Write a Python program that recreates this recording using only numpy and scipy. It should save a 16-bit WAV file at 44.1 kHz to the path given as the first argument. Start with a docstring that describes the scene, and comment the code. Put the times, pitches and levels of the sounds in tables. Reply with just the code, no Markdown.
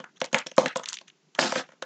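"""Drawing paper shoved on a table

A large sheet of drawing paper is shifted on a wooden table in a small room, close to the microphone.
It buckles with hollow pops: short shaped noise bursts for thump, crack and fizz, with creases crackling on.
Its edge scrapes and ticks, made of tiny slips and single snaps; it shifts once faintly, then in three quick
shoves of dense slips. The room rings briefly over a faint hush; the recorder's noise suppressor shortens the tails."""
import sys
import numpy as np
from scipy import signal
from scipy.fft import rfft, irfft
from scipy.io import wavfile
from scipy.ndimage import uniform_filter1d, map_coordinates

SR = 44100
rng = np.random.default_rng(int(sys.argv[2]) if len(sys.argv) > 2 else 0)


def pcm_store(signal):
    """Save signal as 16-bit PCM."""
    levels = np.round(np.clip(np.atleast_2d(signal), -1, 1) * 32767)
    wavfile.write(sys.argv[1], SR, levels.astype(np.int16).T)


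N = 81585  # length in samples


def amp(db):
    """Decibels to gain."""
    return 10 ** (np.asarray(db) / 20)


def read(points, hz):
    """Reads a table on a log-frequency axis."""
    table_hz, value = np.transpose(points)
    return np.interp(np.log(hz + 1), np.log(table_hz + 1), value)


def evened(x):
    """Scales to rms 1."""
    return x / np.sqrt(np.mean(x ** 2) + 1e-20)


def add(mix, start_s, sound):
    """Mixes a sound in at its start time."""
    part = mix[max(round(start_s * SR), 0):][:len(sound)]
    part += sound[:len(part)]


def colour(x, points, size=4096):
    """Causal, minimum-phase filter with the given spectrum."""
    log_gain = np.log(amp(read(points, abs(np.fft.fftfreq(size, 1 / SR)))))
    taps = np.fft.ifft(np.exp(np.conj(signal.hilbert(log_gain)))).real
    return signal.fftconvolve(x, taps[:size // 2])[:len(x)]


def hump(hz, octaves, skirt_db, base):
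    """A base spectrum with one resonance, octaves wide, on a flat skirt."""
    f = np.geomspace(50, 16000, 96)
    bell = np.exp(-.5 * (np.log2(f / hz) / octaves) ** 2)
    return np.c_[f, read(base, f) + 20 * np.log10(bell + amp(skirt_db))]


BLOW_S = .005  # every burst carries the energy of this much sound at rms 1


def burst(points, rise_s, decay_s, size=2048, count=1):
    """A quick rattle of fibres: noise evened in spectrum, shaped by rise and decay, then coloured."""
    t = np.arange(size) / SR
    shape = (1 - np.exp(-t / rise_s)) * np.exp(-t / decay_s)
    x = rng.standard_normal(size) * shape
    for _ in range(count):
        z = rfft(x)
        x = irfft(z / (abs(z) + 1e-12))
        # flattening the spectrum smears the envelope, so shape it again
        x *= shape / np.sqrt(abs(uniform_filter1d(x ** 2, size=64)) + 1e-12)
    x = colour(x, points)
    return x * np.sqrt(BLOW_S * SR / np.sum(x ** 2))


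# rubbing and reflections come in uneven patches: strength, and spacing in pitch and time
PATCH_DB, PATCH_HZ, PATCH_S = 2.5, 456, 0.017


def patchy(x, size=256):
    """Lets each band swell and sink by chance for a moment."""
    z = signal.stft(x, SR, nperseg=size)[2]
    rows, columns = np.indices(z.shape)
    places = [rows * SR / size / PATCH_HZ, columns * size / 2 / SR / PATCH_S]
    field = map_coordinates(rng.standard_normal((128, 512)), places, order=1, mode="wrap")
    gain = evened(amp(PATCH_DB * evened(field)))
    return signal.istft(z * gain, SR, nperseg=size)[1][:len(x)]


GRAIN_SPREAD_DB = 3  # mean excess of a slip over the smallest, before the limit


def friction(points, per_s):
    """Dense tiny slips of uneven size and random sign, coloured and patchy."""
    size = amp(GRAIN_SPREAD_DB * np.minimum(rng.exponential(1, N), 4))
    slips = size * rng.choice([-1., 1.], N) * (rng.random(N) < per_s / SR)
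    return evened(patchy(colour(slips, points)))


# spectrum of the room's hush: freq_hz [Hz], gain_db [dB]
HUSH_SPECTRUM = [(40, -48.5), (112, -34), (150, -1), (240, -5.5), (380, -4), (520, -11.5), (1500, -13),
                 (2800, -11.5), (4500, -12.5), (7000, -11), (9000, -36), (12000, -18.5)]
HUSH_DB = -56.5  # rms level


def room_hush():
    """The steady hush of the room: coloured noise."""
    return amp(HUSH_DB) * evened(colour(rng.standard_normal(N), HUSH_SPECTRUM))


# the sheet buckles, near or far: start_s [s], thump_db [dB], thump_hz [Hz], crack_db [dB], crack_hz [Hz],
# fizz_db [dB], fizz_hz [Hz], room_db [dB], the send to the room
POPS = [(0.001, -40.5, 167, -41, 1150, -40, 3010, 1), (0.041, -75, 195, -36.5, 1420, -46.5, 6570, -4.5),
        (0.215, -22.5, 555, -22, 3000, -28, 5760, -7), (0.2427, -35.5, 650, -35.5, 2560, -28, 4500, -27),
        (0.329, -29, 245, -44, 2930, -25.5, 6630, 2.5),
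        (0.3440, -23.5, 302.2, -11.5, 2260, -25.5, 6860, -1.5),
        (0.463, -39.5, 293, -58, 1300, -37.5, 3420, -16), (0.468, -43, 446, -36.5, 2500, -26, 5490, -3),
        (0.515, -44, 540, -41, 2750, -41.5, 6200, -5), (0.58, -9.5, 500, -14, 1200, -17.5, 4120, -3.5),
        (0.659, -31.5, 246, -20, 1830, -24, 4020, -2.5), (0.709, -56, 600, -53, 1800, -48.5, 3630, 4.5),
        (0.7587, -25, 600, -24, 1023, -27.5, 3400, -2.5),
        (0.7948, -34, 640, -41.5, 1150, -38.5, 3376, -7.5), (1.0124, -52.5, 713, -49, 800, -41, 4450, -4),
        (1.35, -73.5, 241, -50, 1145, -35, 3200, -4), (1.3897, -31.5, 307, -14, 1696, -36, 3080, -13),
        (1.425, -26, 700, -25.5, 3000, -35, 7000, -15), (1.5218, -23.5, 780, -27, 1700, -28, 5830, -4),
        (1.5574, -24.5, 587, -23, 1560, -40, 3670, -2.5), (1.689, -49, 616, -48.5, 1700, -49, 3200, -0.5),
        (1.720, -58, 500, -50, 1450, -49.5, 2260, 3), (1.732, -53, 339, -56, 1550, -60.5, 3550, -4),
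        (1.823, -32.5, 544, -31, 1500, -29, 3860, -6)]
# base spectrum of the panel's thump: freq_hz [Hz], gain_db [dB]
THUMP_SPECTRUM = [(60, -22), (110, -24), (155, -6), (265, -2), (400, -8.5), (520, 6.5), (660, 3), (770, -8),
                  (920, 1), (1800, -9), (4000, -51.5)]
# base spectrum of the crease's crack: freq_hz [Hz], gain_db [dB]
CRACK_SPECTRUM = [(100, -10.5), (400, 3.5), (3000, -0.5), (4800, -11), (6500, -7.5), (9000, -6)]
# base spectrum of the paper's bright fizz: freq_hz [Hz], gain_db [dB]
FIZZ_SPECTRUM = [(500, -24.5), (2000, -9.5), (3000, -2.5), (4200, -6), (4800, -9), (6200, -3), (7400, -10),
                 (9000, -7), (15000, -8.5)]
THUMP_RISE_S, THUMP_DECAY_S, THUMP_LAG_S = 0.001, 0.0028, 0.00038
THUMP_OCTAVES, THUMP_SKIRT_DB = 0.64, -2.5
CRACK_RISE_S, CRACK_DECAY_S, CRACK_OCTAVES, CRACK_SKIRT_DB = 0.00083, 0.0021, .55, -7.5
CREASE_OCTAVES, CREASE_SKIRT_DB = .07, 4.5  # narrow peak on top of the broad crack
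FIZZ_RISE_S, FIZZ_DECAY_S, FIZZ_OCTAVES, FIZZ_SKIRT_DB = 0.0001, 0.0033, 0.049, -9


def pops():
    """Each buckle cracks and fizzes at its crease, then the paper panel thumps; gives direct and room send."""
    direct, sent = np.zeros((2, N))
    for start_s, thump_db, thump_hz, crack_db, crack_hz, fizz_db, fizz_hz, room_db in POPS:
        thump = hump(thump_hz, THUMP_OCTAVES, THUMP_SKIRT_DB, THUMP_SPECTRUM)
        broad_crack = hump(crack_hz, CRACK_OCTAVES, CRACK_SKIRT_DB, CRACK_SPECTRUM)
        crack = hump(crack_hz, CREASE_OCTAVES, CREASE_SKIRT_DB, broad_crack)
        fizz = hump(fizz_hz, FIZZ_OCTAVES, FIZZ_SKIRT_DB, FIZZ_SPECTRUM)
        pop = amp(crack_db) * burst(crack, CRACK_RISE_S, CRACK_DECAY_S)
        pop += amp(fizz_db) * burst(fizz, FIZZ_RISE_S, FIZZ_DECAY_S)
        add(pop, THUMP_LAG_S, amp(thump_db) * burst(thump, THUMP_RISE_S, THUMP_DECAY_S))
        add(direct, start_s, pop)
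        add(sent, start_s, amp(room_db) * pop)
    return direct, sent


# the creases crackle on after each buckle
SETTLE_PER_S, SETTLE_S, SETTLE_DB, SETTLE_SPREAD_DB = 390, 0.015, -16.5, 8.5


def settling(buckling):
    """Sparse tiny snaps that follow the strength of each buckle and die away."""
    r = np.exp(-1 / (SETTLE_S * SR))  # smooths the power of the buckling
    strain = np.sqrt(signal.lfilter([1 - r], [1, -r], buckling ** 2))
    size = amp(SETTLE_SPREAD_DB * np.minimum(rng.exponential(1, N), 2))
    snaps = size * (rng.random(N) < SETTLE_PER_S / SR)
    snap = burst(FIZZ_SPECTRUM, rise_s=.0002, decay_s=0.00095)
    crackle = signal.fftconvolve(snaps, snap)[:N]
    return amp(SETTLE_DB) * strain * evened(patchy(crackle))


# diffuse reflections by band: freq_hz [Hz], t60_s [s] before the knee, level_db [dB]
ROOM = [(150, .5, -21), (383, 0.18, -3), (1000, 0.35, -0.5), (2700, 0.26, -2.5), (5000, .31, -4.5),
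        (8000, 0.3, -5.5)]
# standing waves between table and walls: freq_hz [Hz], t60_s [s] before the knee, level_db [dB]
ROOM_MODES = [(238.4, 0.27, -63.5), (266, 0.24, -51.5), (514.6, 0.12, -50.5), (850, 0.18, -59),
              (1285, 0.54, -55.5), (1754, 0.14, -55), (2470, 0.067, -47.5)]
ROOM_GAP_S = 0.0021  # the reflections fade in over this time
ROOM_KNEE_S, ROOM_LATE_DB_PER_S = 0.068, 260.5  # extra fall after the knee


def room(x):
    """Diffuse reflections that die band by band, and a few standing waves; the late tail falls faster."""
    t = np.arange(SR // 2) / SR
    hz, age, z = signal.stft(rng.standard_normal(len(t)), SR, nperseg=256)
    table = np.array(ROOM)
    t60 = read(table[:, :2], hz)[:, None]
    level_db = read(table[:, ::2], hz)[:, None]
    decay = np.exp(-np.log(1000) * age / t60)
    even_energy = np.sqrt(2 * np.log(1000) / (t60 * SR))  # long and short decays weigh alike
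    z *= amp(level_db) * decay * even_energy
    tail = signal.istft(z, SR, nperseg=256)[1][:len(t)]
    for mode_hz, mode_t60, mode_db in ROOM_MODES:
        wave = np.sin(2 * np.pi * (mode_hz * t + rng.random()))
        tail += amp(mode_db) * np.exp(-np.log(1000) * t / mode_t60) * wave
    tail *= amp(-ROOM_LATE_DB_PER_S * np.maximum(t - ROOM_KNEE_S, 0))
    return signal.fftconvolve(x, tail * np.minimum(t / ROOM_GAP_S, 1) ** 2)[:N]


# the edge scrapes lightly: start_s [s], length_s [s], level_db [dB], pitch_hz [Hz]
SCRAPES = [(0.157, 0.027, -45, 1900), (0.2, 0.016, -42, 1450), (0.312, 0.013, -48, 1130),
           (0.569, 0.0093, -39, 1700), (0.673, 0.023, -48, 2160), (0.754, .008, -34, 2000),
           (0.832, 0.012, -30, 1870), (0.854, 0.07, -41.5, 2080), (0.878, 0.032, -38, 6100),
           (0.922, 0.017, -35, 1320), (0.93, 0.034, -35, 4560), (1.068, 0.032, -49.5, 2100),
           (1.346, 0.03, -49.5, 1418), (1.375, 0.011, -43.5, 1310), (1.647, 0.1, -56.5, 2120)]
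# base spectrum of the scraping edge: freq_hz [Hz], gain_db [dB]
SCRAPE_SPECTRUM = [(200, -30.5), (450, -15), (700, -8.5), (1200, 1), (2500, -5.5), (3200, 1.5),
                   (4000, -0.5), (4800, -9.5), (6200, 10), (7500, -1.5), (9000, -4)]
SCRAPE_OCTAVES, SCRAPE_SKIRT_DB = 0.58, -8
EDGE_GRAINS_PER_S = 1600  # the edge catches more coarsely than the flat of the sheet


def scrapes():
    """The edge drags in short strokes that swell and fade, each with its own brightness."""
    t, out = np.arange(N) / SR, np.zeros(N)
    for start_s, length_s, level_db, pitch_hz in SCRAPES:
        speed = np.sin(np.pi * np.clip((t - start_s) / length_s, 0, 1))
        spectrum = hump(pitch_hz, SCRAPE_OCTAVES, SCRAPE_SKIRT_DB, SCRAPE_SPECTRUM)
        out += amp(level_db) * speed * friction(spectrum, EDGE_GRAINS_PER_S)
    return out


# small crinkles: start_s [s], level_db [dB], pitch_hz [Hz]
TICKS = [(0.2032, -38.5, 4350), (0.251, -34.5, 4600), (0.259, -39, 4030), (0.383, -30.5, 4170),
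         (0.387, -27, 4440), (0.5652, -36.5, 5140), (0.642, -42, 4000), (0.6811, -32, 3700),
         (0.7656, -29, 7000), (0.771, -26, 5400), (0.858, -29, 3600), (0.887, -22.5, 4530),
         (0.905, -46, 4300), (0.930, -26.5, 4350), (0.941, -31, 3770), (0.9698, -34, 3050),
         (0.987, -36, 3200), (1.08, -44, 3530), (1.1, -45.5, 2870)]
# base spectrum of a crinkle: freq_hz [Hz], gain_db [dB]
TICK_SPECTRUM = [(100, -3.5), (700, -3), (1500, 1.5), (5000, -2), (9000, 11.5)]
TICK_RISE_S, TICK_DECAY_S, TICK_OCTAVES, TICK_SKIRT_DB = .0002, 0.0019, 0.58, -37.5
RING_OCTAVES, RING_SKIRT_DB = .12, 10  # the narrow ring of a small crinkle


def ticks():
    """Small creases snap with no body."""
    out = np.zeros(N)
    for start_s, level_db, pitch_hz in TICKS:
        broad = hump(pitch_hz, TICK_OCTAVES, TICK_SKIRT_DB, TICK_SPECTRUM)
        ringing = hump(pitch_hz, RING_OCTAVES, RING_SKIRT_DB, broad)
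        add(out, start_s, amp(level_db) * burst(ringing, TICK_RISE_S, TICK_DECAY_S))
    return out


# the whole sheet shifts or is shoved: start_s [s], length_s [s], hiss_db [dB],
# fade_db_per_s [dB/s], negative swells, flutter_db [dB]
SHOVES = [(0.589, 0.079, -49, 9, -32.5), (1.386, 0.09, -21, 92.5, -26), (1.489, 0.059, -37.5, -44, -53),
          (1.553, 0.047, -29, 70, -41)]
# spectrum of paper hissing over wood: freq_hz [Hz], gain_db [dB]
SLIDE_SPECTRUM = [(150, -25.5), (500, -6), (900, -2), (1600, 6.5), (2300, 1.5), (3300, 3.5), (4500, 3.5),
                  (6200, 2.5), (7500, -1), (9000, -2.5), (11000, -27.5)]
# spectrum of the fluttering sheet: freq_hz [Hz], gain_db [dB]
FLUTTER_SPECTRUM = [(60, -29), (110, -25.5), (160, 2.5), (300, 4), (420, -0.5), (560, -0.5), (800, 7),
                    (1200, -12.5), (3000, -28)]
SHOVE_RISE_S, SHOVE_RELEASE_S, GRAINS_PER_S = 0.003, 0.014, 4400


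def shoves():
    """The sheet breaks loose, hisses over the wood and flutters, fading or swelling until it lets go."""
    t, out = np.arange(N) / SR, np.zeros(N)
    hiss = friction(SLIDE_SPECTRUM, GRAINS_PER_S)
    flutter = friction(FLUTTER_SPECTRUM, GRAINS_PER_S)
    for start_s, length_s, hiss_db, fade_db_per_s, flutter_db in SHOVES:
        age = np.maximum(t - start_s, 0)
        speed = (1 - np.exp(-age / SHOVE_RISE_S)) * amp(-fade_db_per_s * np.minimum(age, length_s))
        speed *= np.exp(-np.maximum(age - length_s, 0) / SHOVE_RELEASE_S)
        out += speed * (amp(hiss_db) * hiss + amp(flutter_db) * flutter)
    return out


def scene():
    """Paper sounds, their reflections and the hush of the room."""
    hush = room_hush()
    buckling, sent = pops()
    edge = scrapes() + ticks()
    sliding = shoves()
    wet = patchy(room(sent + amp(-7.0) * edge + amp(-5.5) * sliding))
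    return (buckling + settling(buckling) + edge + sliding + wet + hush)[None]


SUPPRESS_BELOW_DB, SUPPRESS_SLOPE, SUPPRESS_DEPTH_DB = -57.5, 0.62, 10.5  # slope: dB cut per dB under
ECHO_BELOW_DB, ECHO_FALL_DB_PER_S = 23, 48  # margin under the recent peak, and how fast that peak sinks


def suppress(x, size=256):
    """Noise suppressor: turns down bands that are quiet or far below their recent peak."""
    _, t, z = signal.stft(x, SR, nperseg=size, noverlap=size * 3 // 4)
    # smooth across bands, then across time
    power = uniform_filter1d(uniform_filter1d(abs(z) ** 2, size=9, axis=1), size=5, axis=2)
    level_db = 10 * np.log10(abs(power) + 1e-14)
    fall_db = ECHO_FALL_DB_PER_S * t
    recent_db = np.maximum.accumulate(level_db + fall_db, axis=2) - fall_db
    under_db = np.maximum(SUPPRESS_BELOW_DB, recent_db - ECHO_BELOW_DB) - level_db
    cut_db = np.clip(under_db * SUPPRESS_SLOPE, 0, SUPPRESS_DEPTH_DB)
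    return signal.istft(z * amp(-cut_db), nperseg=size, noverlap=size * 3 // 4)[1][:, :N]


# response of the recorder: freq_hz [Hz], gain_db [dB]; weak bass, steep fall above 7.4 kHz
RECORDER_RESPONSE = [(20, -14.5), (80, -8.5), (110, 0), (145, 4), (7400, -4.5), (7900, -13.5), (8450, -19.5),
                     (9000, -35), (9600, -46), (16000, -48.5)]
CEILING, EDGE_HZ = .9, 16200  # soft limit before the recorder's colour; top of the band


def record(dry):
    """Noise suppressor, soft ceiling, recorder's colour and band limit."""
    heard = suppress(dry)[0]
    limited = heard / (1 + (heard / CEILING) ** 4) ** (1 / 4)
    coloured = colour(limited, RECORDER_RESPONSE)
    lowpass = signal.firwin(511, EDGE_HZ, window=("kaiser", 9), fs=SR)
    return signal.oaconvolve(coloured, lowpass, "same")[None]


dry = scene()
out = record(dry)
pcm_store(out)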